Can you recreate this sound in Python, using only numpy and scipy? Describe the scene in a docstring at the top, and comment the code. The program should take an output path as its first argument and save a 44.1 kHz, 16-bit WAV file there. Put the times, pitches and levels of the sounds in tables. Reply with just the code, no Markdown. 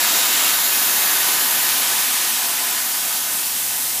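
"""A roaring hiss, close by and in mono: a pressurized extinguisher sprays outdoors at night.
Its turbulent jet radiates broadband noise, coloured by resonances and faint echoes. As the flow
weakens, the roar fades faster than the top hiss, and single bands swell and dip.
Droplets patter faintly in the spray, and a low hum lies underneath."""
import sys
import numpy as np
from scipy import signal
from scipy.io import wavfile
from scipy.ndimage import map_coordinates

SR = 44100
rng = np.random.default_rng(int(sys.argv[2]) if len(sys.argv) > 2 else 0)


def unload_wav(signal):
    """Save mono or channel-first audio to the path in sys.argv[1] as 16-bit WAV at rate SR, clipped to [-1, 1]."""
    wavfile.write(
        sys.argv[1],
        SR,
        np.round(np.clip(np.atleast_2d(signal).T, -1, 1) * 32767).astype(np.int16),
    )


N = 176400


def undb(db):
    """Amplitude ratio for a level in decibels."""
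    return 10 ** (np.asarray(db) / 20)

def unit(x):
    """Normalisation to rms 1."""
    return x / np.sqrt(np.mean(x ** 2))

def curve(x, table, column=1):
    """Linear interpolation between the rows of a table."""
    table = np.array(table, float)
    return np.interp(x, table[:, 0], table[:, column])

def bell(x, centre, width):
    """Gaussian of height 1, given its full width at half height."""
    return 2 ** -(2 * (x - centre) / width) ** 2

def wander(t, per_s):
    """Smooth random fluctuation with a standard deviation near 1."""
    return map_coordinates(rng.standard_normal(size=1024), [t * per_s], mode="wrap")

def colour(x, gain_db, frame=2048, hop=256):
    """Time-varying filtering: short-time spectra are weighted by gain_db(f/Hz, t/s)."""
    hz, t, bands = signal.stft(x, SR, nperseg=frame, noverlap=frame - hop)
    bands = bands * undb(gain_db(np.maximum(hz, 1)[:, None], t))
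    return signal.istft(bands, SR, nperseg=frame, noverlap=frame - hop)[1][..., :N]

def cut_top(x, cutoff_hz=15350):
    """Steep elliptic low-pass filtering."""
    return signal.sosfilt(signal.ellip(12, .1, 85, cutoff_hz, fs=SR, output="sos"), x)


# Partials of the hum: f/Hz, relative level/dB
HUM_PARTIALS = [(78, -22), (119, -9), (227, -11.5)]
# Envelope of the hum: t/s, level/dB
HUM_ENVELOPE = [(0, -72), (1.0, -60), (1.45, -59), (1.75, -53.5), (2.1, -57.5), (2.6, -73), (3.2, -62),
                (3.7, -53), (4, -52.5)]

def hum(t, waver=.02, throb_db=2):
    """Random frequency and amplitude modulation make three low tones waver and throb."""
    tones = 0
    for hz, db in HUM_PARTIALS:
        pitch_hz = hz * (1 + waver * wander(t, per_s=8.2))
        tones += undb(db) * np.sin(2 * np.pi * np.cumsum(pitch_hz) / SR)
    throb = undb(throb_db * wander(t, per_s=14))
    return unit(tones * throb) * undb(curve(t, HUM_ENVELOPE))


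def droplets(per_s=3000, spread_db=5):
    """Shot noise: independent droplets give dense, tiny ticks of uneven size."""
    hits = rng.random(N) < per_s / SR
    return unit(hits * rng.standard_normal(N) * undb(spread_db * rng.standard_normal(N)))


def echo_ripple(hz, t, count=30, ripple_db=1.3, full_above_hz=1300):
    """Comb filtering, in dB: echoes off nearby things interfere, and vary as the nozzle moves."""
    delays_s = rng.uniform(.0015, .011, count)
    phase = 2 * np.pi * hz * delays_s
    in_phase = np.array([wander(t, per_s=2.2) for _ in delays_s])
    quadrature = np.array([wander(t, per_s=2.2) for _ in delays_s])
    ripple = np.cos(phase) @ in_phase + np.sin(phase) @ quadrature
    return ripple_db * unit(ripple) * np.minimum(hz / full_above_hz, 1) ** 2


def flicker(hz, t, depth_db=.83, per_s=14, band_hz=605):
    """Random amplitude modulation, in dB: each band flickers independently."""
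    places = np.array(np.broadcast_arrays(hz / band_hz, t * per_s))
    return depth_db * map_coordinates(rng.standard_normal(size=(256, 256)), places, order=1, mode="wrap")


# Passing swells and dips: centre t/s, half duration/s, f/Hz, bandwidth/Hz, gain/dB
BAND_SWELLS = [(.15, .46, 7600, 1200, 3.5), (.15, .4, 12000, 1600, -1.8), (.25, .35, 3780, 520, 2.2),
               (.25, .5, 700, 60, 3), (.35, .3, 1230, 300, 1.3), (.4, .6, 935, 60, 2.8),
               (.45, .7, 13750, 940, 3.5), (.55, .99, 8400, 1050, -7), (.9, .4, 10300, 600, -2),
               (1.1, .65, 5500, 1400, -1.6), (1.3, .5, 1725, 70, 1.6), (1.35, .45, 11850, 820, 2.2),
               (1.65, .2, 4100, 700, 1.6), (1.8, .2, 7500, 400, -2), (1.9, .4, 860, 45, 2.5),
               (2.0, .25, 1860, 50, 2.5), (2.0, .8, 650, 140, -1.3), (2.25, .3, 3100, 500, 1.6),
               (2.3, .8, 12900, 640, -2), (2.5, .8, 1020, 50, 4.4), (2.7, .4, 10500, 700, -1.5),
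               (2.85, .3, 8700, 700, -3), (2.95, .57, 490, 200, -3.5), (3.0, .3, 1500, 50, 3),
               (3.5, 1.5, 820, 230, 2.5), (3.7, .65, 160, 70, 4), (4, .39, 1400, 500, -1.5)]

def swells(hz, t):
    """Slow amplitude modulation, in dB: single bands swell or dip under Gaussian envelopes."""
    return sum(gain * bell(hz, centre, width) * bell(t, middle, 2 * half)
               for middle, half, centre, width, gain in BAND_SWELLS)


# Steady peaks and hollows in the jet's spectrum: f/Hz, bandwidth/Hz, gain/dB
JET_RESONANCES = [(288, 85, 4.5), (342, 30, -2), (386, 35, 7), (445, 40, -2.5), (510, 45, 4.2),
                  (580, 45, -2.5), (700, 38, 3), (772, 32, 5.5), (815, 36, -6.5), (854, 30, 6.2),
                  (945, 46, 4.4), (1015, 45, 4.3), (1088, 36, -4), (1150, 35, 2), (1258, 40, 4),
                  (1305, 30, 2), (1380, 40, -3), (1512, 50, 4.6), (1572, 40, -1.5), (1706, 40, 5.4),
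                  (1762, 55, 2), (1865, 55, 4.7), (1945, 60, -2.5), (2147, 45, 2.8), (2490, 55, 1.8),
                  (2574, 45, 3), (2850, 70, 2), (3040, 50, 1.8), (3190, 70, 2), (3525, 70, 2),
                  (3731, 50, 2), (3875, 50, 1.8)]

def resonances(hz):
    """Resonance and antiresonance raise and lower narrow bands; the sum is in dB."""
    return sum(gain * bell(hz, centre, width) for centre, width, gain in JET_RESONANCES)


# Strength of the jet, each band used about its mean: t/s, roar level/dB, hiss level/dB, sizzle level/dB
JET_STRENGTH = [(0, -25.4, -22.7, -21.0), (0.2, -25.0, -21.6, -20.1), (0.29, -25.7, -22.2, -21.0),
                (0.42, -24.5, -21.3, -20.4), (0.54, -25.1, -21.7, -20.6), (0.555, -27.2, -24.3, -21.4),
                (0.75, -27.4, -23.8, -20.5), (0.82, -26.3, -23.2, -20.1), (1.05, -26.1, -23.3, -20.1),
                (1.3, -26.4, -23.3, -20.3), (1.55, -27.3, -24.0, -20.8), (1.75, -27.3, -23.4, -21.1),
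                (1.95, -27.8, -24.0, -21.5), (2.25, -28.9, -25.0, -22.1), (2.55, -29.8, -26.6, -23.5),
                (2.7, -29.9, -26.9, -23.4), (2.9, -30.7, -27.7, -23.7), (3.15, -32.1, -27.8, -23.4),
                (3.26, -33.0, -28.9, -24.4), (3.6, -34.5, -29.3, -24.0), (4, -35.3, -29.3, -24.2)]

def weakening_flow(hz, t, bass_follow=.75):
    """Frequency-dependent decay, in dB: as the flow weakens, the roar fades faster than the treble."""
    roar, hiss, sizzle = (curve(t, JET_STRENGTH, column) for column in (1, 2, 3))
    levels = (bass_follow * roar, roar, hiss, sizzle)
    anchors_hz = (250, 1550, 4250, 10100)  # where each level rules; crossfaded in between
    return sum(np.interp(np.log(hz), np.log(anchors_hz), share) * (level - level.mean())
               for share, level in zip(np.eye(len(levels)), levels))


# Broad spectrum of the jet noise: f/Hz, relative spectral density level/dB
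TURBULENCE_SPECTRUM = [(25, -42), (55, -38), (100, -24), (170, -11.5), (260, -9), (460, -11.5), (620, -5.5),
                       (900, -4.5), (1400, -2.5), (2200, -2.5), (3500, -1.5), (5500, -1), (9000, 0.66),
                       (12000, 1.16), (15300, -1)]

def jet_response(hz, t):
    """Filters in cascade add in decibels: the broad spectrum plus all that colours it."""
    points_hz, points_db = np.array(TURBULENCE_SPECTRUM, float).T
    steady_db = np.interp(np.log(hz), np.log(points_hz), points_db) + resonances(hz)
    return steady_db + echo_ripple(hz, t) + weakening_flow(hz, t) + swells(hz, t) + flicker(hz, t)

def jet(t, level_db=-18.5, relative_drops_db=-12.5, flutter_db=.2):
    """Source and filter: turbulent noise and droplet ticks share one colouring and flutter together."""
    turbulence = rng.standard_normal(N)
    spray = colour(turbulence + undb(relative_drops_db) * droplets(), jet_response)
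    flutter = undb(flutter_db * wander(t, per_s=20))
    return undb(level_db) * unit(cut_top(spray)) * flutter


def scene():
    """Superposition of jet and hum, the same in both channels."""
    t = np.arange(N) / SR
    return np.tile(jet(t) + hum(t), (2, 1))

def record(dry):
    """Band limiting removes the highest treble."""
    return cut_top(dry)


dry = scene()
out = record(dry)
unload_wav(out)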